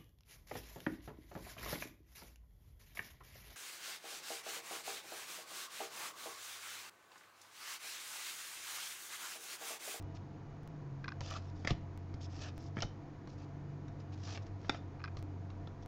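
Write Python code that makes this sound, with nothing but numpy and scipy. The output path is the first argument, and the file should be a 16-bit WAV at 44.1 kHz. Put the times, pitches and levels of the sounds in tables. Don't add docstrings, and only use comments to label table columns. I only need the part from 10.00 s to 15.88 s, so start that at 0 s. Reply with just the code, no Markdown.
import sys
import numpy as np
from scipy import signal
from scipy.fft import rfft, irfft
from scipy.io import wavfile
from scipy.ndimage import uniform_filter1d

SR = 44100
rng = np.random.default_rng(int(sys.argv[2]) if len(sys.argv) > 2 else 0)


def log_audio(samples):
    frames = np.atleast_2d(samples).T
    limited = np.clip(frames, -1, 1)
    pcm = np.round(limited * 32767).astype(np.int16)
    wavfile.write(sys.argv[1], SR, pcm)


N = 259213
TIME_S = np.arange(N) / SR
FREQS_HZ = np.fft.rfftfreq(N, 1 / SR)


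def amp(db):
    return 10 ** (np.asarray(db) / 20)


def unit(x):
    return x / np.sqrt(np.mean(x ** 2) + 1e-20)


def read(points, hz):
    f, value = np.transpose(points)
    return np.interp(np.log(hz + 1), np.log(f + 1), value)


def add(mix, start_s, sound):
    part = mix[round(start_s * SR):][:len(sound)]
    part += sound[:len(part)]


def coloured(x, points):
    return unit(irfft(rfft(x) * amp(read(points, FREQS_HZ)), N))


def resonance(hz, centre_hz, width_hz):
    return 1 / (1 + (2 * (hz - centre_hz) / width_hz) ** 2)


def drift(rate_hz):
    noise = rfft(rng.standard_normal(N))
    return unit(irfft(noise / (1 + (FREQS_HZ / rate_hz) ** 4), N))


def causal(gain):
    log_gain = np.log(np.maximum(gain, 1e-5))
    circle = np.concatenate([log_gain, log_gain[-2:0:-1]])
    return np.exp(np.conj(signal.hilbert(circle)))[:len(gain)]


def air(air_db=-54.5, rumble_db=-55, fizz_db=-101):
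    # frequency in Hz, relative density in dB per Hz.
    fan_spectrum = [(110, -18.5), (180, -4.5), (235, -9), (300, -3.5), (400, -13), (500, -12), (600, -21.5),
                    (680, -11.5), (745, -16.5), (1150, -22), (1600, -26.5), (2500, -32.5), (2750, -38),
                    (4500, -40), (6300, -42.5), (6750, -41), (7400, -55.5), (8600, -67.5), (11000, -98)]
    rumble_spectrum = [(8, -26), (22, -1.5), (35, 13), (50, 0.5), (75, 3), (115, 10), (170, 5), (205, -9.5),
                       (260, -55.5)]
    fizz_spectrum = [(5000, -21.5), (8000, -4.5), (14000, -15.5), (14600, 7.5), (15800, 12)]
    # frequency in Hz, width in Hz, level in dB rms.
    whines = [(298, 12, -63.5), (682.3, 13, -71), (968.3, 20, -73.5), (1810, 48, -88), (2925, 5.9, -89.5)]
    out = amp(air_db) * coloured(rng.standard_normal(N), fan_spectrum)
    out += amp(rumble_db) * coloured(rng.standard_normal(N), rumble_spectrum)
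    out += amp(fizz_db) * coloured(rng.standard_normal(N), fizz_spectrum)
    for hz, width_hz, db in whines:
        noise = rfft(rng.standard_normal(N))
        out += amp(db) * unit(irfft(noise * resonance(FREQS_HZ, hz, width_hz), N))
    return out


def tone(hz, db, waver_db=0.74, waver_hz=5.2):
    turns = np.cumsum(hz * np.ones(N)) / SR + rng.random()
    level = amp(db + waver_db * drift(waver_hz))
    return np.sqrt(2) * level * np.sin(2 * np.pi * turns)


def hum(throb_hz=103.8):
    # time in s, speed in turns per s, second order in dB rms, third order in dB rms.
    motor = [(0.04, 47.7, -45.5, -58), (0.48, 47.3, -61.5, -54), (0.7, 52, -54.5, -52.5),
             (0.91, 45.6, -66, -46.5), (1.2, 46.4, -45.5, -53.5), (1.59, 45.7, -47.5, -56.5),
             (2.49, 45.2, -46.5, -55.5), (2.61, 42.6, -52.5, -54), (2.71, 48.3, -45, -51),
             (3.14, 47.3, -61.5, -54.5), (3.42, 47, -51.5, -53.5), (3.71, 47.8, -54, -47),
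             (4.24, 46.5, -46, -58.5), (4.59, 48.7, -48, -60), (4.68, 47, -49, -57.5),
             (5.03, 44.6, -49, -52.5), (5.26, 46.5, -45, -57.5), (5.84, 47, -49.5, -58.5)]
    # middle in s, half length in s, level in dB rms.
    throbs = [(.68, 0.16, -59), (4.33, 0.41, -53.5)]
    time_s, *columns = np.transpose(motor)
    speed, second_db, third_db = (np.interp(TIME_S, time_s, column) for column in columns)
    orders = tone(2 * speed, second_db) + tone(3 * speed, third_db)
    throb = sum(amp(db) * np.exp(-((TIME_S - middle_s) / half_s) ** 2) for middle_s, half_s, db in throbs)
    return orders + throb * tone(throb_hz, 0)


def room(x, onset_s=0.0047):
    # frequency in Hz, t60 in s.
    decay = [(150, 0.59), (1000, 0.25), (4000, 0.27), (8000, 0.22)]
    hz, t, bands = signal.stft(rng.standard_normal(SR // 2), SR, nperseg=256)
    fall = amp(-60 * t / read(decay, hz)[:, None])
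    tail = signal.istft(bands * fall * (1 - np.exp(-t / onset_s)), SR, nperseg=256)[1]
    return signal.fftconvolve(x, tail / np.linalg.norm(tail))[:N]


def ticks(fall_s=0.0039):
    # start in s, peak in dB.
    tick_rows = [(0.0256, -43.5), (.6335, -50), (0.6761, -41.5), (1.31, -41), (1.9762, -40), (2.5797, -37),
                 (2.627, -51), (5.193, -49), (5.2269, -39), (5.861, -40.5)]
    out, t = np.zeros(N), np.arange(SR // 100) / SR
    for start_s, db in tick_rows:
        add(out, start_s, amp(db) * np.exp(-t / fall_s))
    return out


def thumps(rise_s=0.0013, t60_cycles=4.8):
    # start in s, peak in dB, pitch in Hz.
    thump_rows = [(0.043, -41, 90), (1.21, -36.5, 96), (1.65, -35, 165), (1.7081, -26.5, 287),
                  (1.712, -23.5, 104.4), (1.72, -27.5, 172), (1.722, -32, 49.7), (2.142, -39, 69.7),
                  (2.769, -30, 190), (2.836, -39, 113), (2.84, -38.5, 42.2), (2.848, -37, 179),
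                  (4.697, -31, 255), (5.169, -36.5, 110)]
    out, t = np.zeros(N), np.arange(SR // 4) / SR
    for start_s, db, hz in thump_rows:
        fall = amp(-60 * t * hz / t60_cycles)
        push = np.sin(2 * np.pi * hz * t) * fall * (1 - np.exp(-t / rise_s))
        add(out, start_s, amp(db) * push / abs(push).max())
    return out


def clicks(rasp=0.24, rasp_fall_s=0.0018, detune=0.007, crack=1.3):
    # start in s, peak in dB, modes above 3 kHz in dB.
    click_rows = [(1.0427, -38, 0), (1.0448, -39, 1), (1.057, -45, -10), (1.0801, -31.5, 0),
                  (1.0819, -37, 2), (1.0891, -35.5, 2), (1.1033, -48, -12), (1.1195, -43, -8),
                  (1.121, -39.5, -8), (4.996, -51, -6), (5.003, -45.5, -8), (5.017, -48, -12),
                  (5.0405, -32.5, 1.5), (5.0432, -39, -7), (5.049, -37, -2), (5.058, -42.5, -8),
                  (5.077, -42.5, -4), (5.0808, -41.5, -15)]
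    # frequency in Hz, level in dB, t60 in s.
    modes = [(1206, 0, 0.01), (1570, 1.5, 0.013), (2020, -6, 0.012), (2465, -3.5, 0.023), (3400, -4, 0.005),
             (4160, 2, 0.0088), (4650, -1, 0.0065), (5060, 0.5, 0.01)]
    # frequency in Hz, gain in dB.
    colour_points = [(300, -46), (800, -5), (1200, 10.5), (5600, -5.5), (6400, -16), (7500, -25),
                     (9000, -42.5)]
    out, t = np.zeros(N), np.arange(4096) / SR
    colour = causal(amp(read(colour_points, np.fft.rfftfreq(len(t), 1 / SR))))
    for start_s, db, high_db in click_rows:
        ring = np.zeros(len(t))
        for hz, mode_db, t60_s in modes:
            mode_hz = hz * (1 + detune * rng.standard_normal())
            level = amp(mode_db + high_db * (hz > 3000) - 60 * t / t60_s)
            ring += level * np.cos(2 * np.pi * mode_hz * t)
        touch = rasp * rng.standard_normal(len(t)) * np.exp(-t / rasp_fall_s)
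        touch[0] += 1
        click = irfft((rfft(ring) + crack) * rfft(touch) * colour)
        add(out, start_s, amp(db) * click / abs(click).max())
    return out


def friction(grains_per_s=1300, spread_db=1.2, smooth=0.65, judder_db=2.0, judder_hz=110):
    happens = rng.random(N) < grains_per_s / SR
    size = amp(spread_db * np.minimum(rng.exponential(1, N), 4))
    slips = happens * size * np.sign(rng.standard_normal(N))
    return (unit(slips) + smooth * rng.standard_normal(N)) * amp(judder_db * drift(judder_hz))


def rasps():
    # start in s, length in s, level in dB rms before the fades, pitch in Hz, width in Hz.
    rasp_rows = [(0.167, .009, -63.5, 3500, 4000), (1.31, .017, -45.5, 1250, 199),
                 (1.345, 0.032, -47.5, 1240, 200), (1.691, 0.021, -45.5, 2730, 2500),
                 (2.433, 0.065, -60.5, 1640, 400), (2.801, 0.019, -54, 2800, 500),
                 (2.8217, .0034, -35, 5400, 1330), (2.82, 0.0093, -38, 685, 220),
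                 (2.826, 0.01, -44.5, 1350, 220), (4.266, 0.043, -54, 1090, 1600),
                 (4.348, .016, -54, 3000, 2000), (4.6947, .0078, -44.5, 830, 260),
                 (4.695, 0.004, -36, 3480, 500), (5.672, 0.0058, -56, 3530, 1103)]
    out, rub = np.zeros(N), rfft(friction())
    treble_cut = 1 / (1 + (FREQS_HZ / 7200) ** 24)
    for start_s, length_s, db, hz, width_hz in rasp_rows:
        ring = irfft(rub * resonance(FREQS_HZ, hz, width_hz) * treble_cut, N)
        burst = unit(ring[round(start_s * SR):][:round(length_s * SR)])
        add(out, start_s, amp(db) * burst * signal.windows.tukey(len(burst), .5))
    return out


def wander(x, patchy_db=2.0):
    bands = signal.stft(x, nperseg=512, noverlap=384)[2]
    patches = uniform_filter1d(rng.standard_normal(bands.shape), size=3, axis=0)
    patches = unit(uniform_filter1d(patches, size=9, axis=1))
    return unit(signal.istft(bands * amp(patchy_db * patches), nperseg=512, noverlap=384)[1][:N])


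def slides(grip_s=.013, release_s=0.0098, swell_db_per_s=37.5, press_db_per_s=43.5):
    # start in s, length in s, hiss at the end in dB,
    # pressure as body level at the end in dB against the hiss.
    stroke_rows = [(0.142, 0.026, -66.5, 0), (1.203, 0.17, -54, 4), (1.38, 0.12, -72, -0.5),
                   (1.547, 0.13, -70, -8), (1.665, 0.049, -55, 8), (2.202, 0.051, -60, -16),
                   (2.293, 0.13, -61.5, -1), (2.407, 0.034, -53.5, 1.5), (2.435, 0.053, -59.5, 7),
                   (2.557, 0.12, -66, -13), (2.75, 0.11, -66, -1), (3.277, 0.066, -72, -7),
                   (3.37, .07, -69, 0), (3.992, .015, -70.5, 3), (4.116, 0.032, -66.5, 2),
                   (4.165, 0.097, -68, -1), (4.223, 0.14, -55.5, 2), (4.416, .014, -66.5, -6),
                   (4.455, .014, -65.5, -6), (4.59, .1, -70.5, 0), (4.697, 0.075, -66, 4.5),
                   (5.168, 0.021, -67, -4), (5.814, 0.017, -69, -5)]
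    # frequency in Hz, relative density in dB per Hz.
    hiss_spectrum = [(1000, -32), (2400, -14), (3300, -3.5), (4200, -3.5), (5300, 2), (6600, -4.5),
                     (7300, -11.5), (8200, -26.5), (8800, -38), (11000, -71)]
    body_spectrum = [(200, -28.5), (450, -9.5), (670, 7.5), (950, -8), (1250, 0.5), (1480, -11.5),
                     (1750, -0.5), (2100, -11), (2600, -2.5), (3400, -14.5), (4600, -15), (7000, -55)]
    hiss_power, body_power, t = np.zeros(N), np.zeros(N), np.arange(SR // 2) / SR
    for start_s, length_s, db, pressure_db in stroke_rows:
        to_go_s, after_s = np.maximum(length_s - t, 0), np.maximum(t - length_s, 0)
        swell = amp(db - swell_db_per_s * to_go_s)
        stroke = np.minimum(t / grip_s, 1) * swell * np.exp(-after_s / release_s)
        pressure = amp(pressure_db - press_db_per_s * to_go_s)
        add(hiss_power, start_s, stroke ** 2)
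        add(body_power, start_s, (stroke * pressure) ** 2)
    rub = wander(friction())
    hiss = np.sqrt(hiss_power) * coloured(rub, hiss_spectrum)
    body = np.sqrt(body_power) * coloured(rub, body_spectrum)
    return hiss + body


def snaps(flutter=0.19, level_db=-4.5, lows_db=2, highs_db=2, size=8192):
    # start in s, middle-band peak in dB before level_db,
    # lows and highs in dB against the middle before lows_db and highs_db, flutter t60 in s,
    # bend as a factor on the card's resonances.
    snap_rows = [(1.2077, -41.5, 3.5, 7, .007, 0.97), (1.2127, -43.5, 4, -12.5, .022, 0.8),
                 (1.6487, -37, 0.5, -11, 0.038, 1.07), (1.674, -23, -6.5, -8.5, 0.034, 1.03),
                 (1.7069, -34, 4, 1, 0.021, 0.93), (2.141, -53, 12, 4, 0.033, 1.03),
                 (2.3927, -51, 4, 2, 0.015, 1), (2.7693, -34.5, 1, -20, 0.024, 0.97),
                 (2.78, -40.5, -1, -20, .026, 1), (2.7877, -38, 1, -12, 0.029, 1.04),
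                 (2.805, -43.5, -3, 1.5, 0.025, 0.89), (2.822, -37.5, 5, 9, 0.025, 0.96),
                 (2.825, -38.5, -2, 1.5, 0.036, .94), (2.8315, -42, 10, 1, 0.041, 1.2),
                 (3.274, -53.5, 9, -0.5, .035, 0.92), (3.881, -52.5, -3, -7, .035, 1.18),
                 (4.375, -43, -1, -7, 0.027, 0.86), (4.647, -47.5, 4.5, -13, .03, 0.97),
                 (4.6951, -28.5, 2, -2.5, 0.023, 1.14), (4.6966, -22.5, -6, -14, 0.027, 1.06),
                 (4.7464, -40, 4.5, -11, .033, 1), (5.1698, -48.5, 6, 1, .022, 0.91),
                 (5.5024, -53, -3, -4.5, 0.027, 0.86), (5.674, -49.5, 12.5, -8, .03, 1.05)]
    # frequency in Hz, width in Hz, level in dB.
    card_modes = [(685, 66, -13), (1283, 173, 4.5), (1724, 180, -2.5), (2115, 400, -3.5), (3165, 180, -1.5),
                  (3570, 110, -14.5), (4380, 310, -11.5), (4870, 610, -10.5), (6130, 400, -16)]
    # frequency in Hz, gain in dB.
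    colour_points = [(100, -5), (200, -2.5), (450, -6), (850, -7.5), (1050, -14.5), (1500, -13),
                     (2300, -3.5), (2750, -23.5), (3500, -10.5), (4300, -26.5), (5500, -18), (6700, -21),
                     (8350, -39.5), (8750, -63)]
    out, t, hz = np.zeros(N), np.arange(size) / SR, np.fft.rfftfreq(size, 1 / SR)
    low, high = 1 / (1 + (hz / 900) ** 6), 1 - 1 / (1 + (hz / 3000) ** 8)
    middle = 1 - low - high
    for start_s, db, low_db, high_db, t60_s, bend in snap_rows:
        rings = sum(amp(mode_db) * resonance(hz, f * bend, width_hz) for f, width_hz, mode_db in card_modes)
        card = amp(read(colour_points, hz)) + rings / (1 + (hz / 7000) ** 20)
        blow = flutter * rng.standard_normal(size) * amp(-60 * t / t60_s)
        blow[0] += 1
        blow = rfft(blow)
        shares = ((low, low_db + lows_db), (middle, 0), (high, high_db + highs_db))
        colour = card * sum(band * amp(share_db) / np.linalg.norm(band * card * blow)
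                            for band, share_db in shares)
        snap = blow * causal(colour)
        peak = np.sqrt(uniform_filter1d(irfft(snap * middle) ** 2, size=64).max())
        add(out, start_s, amp(db + level_db) * irfft(snap) / peak)
    return out


def scene(snap_room_db=-14, click_room_db=-22, slide_room_db=-16):
    snap, click, slide = snaps() + thumps(), clicks(), slides() + rasps()
    tail = room(amp(snap_room_db) * snap + amp(click_room_db) * click + amp(slide_room_db) * slide)
    return (snap + click + slide + tail + ticks() + hum() + air())[None]


def record(dry, edge_hz=15830):
    low_pass = signal.firwin(511, edge_hz, window=("kaiser", 9), fs=SR)
    return signal.oaconvolve(dry, low_pass[None], "same")


dry = scene()
out = record(dry)
log_audio(out)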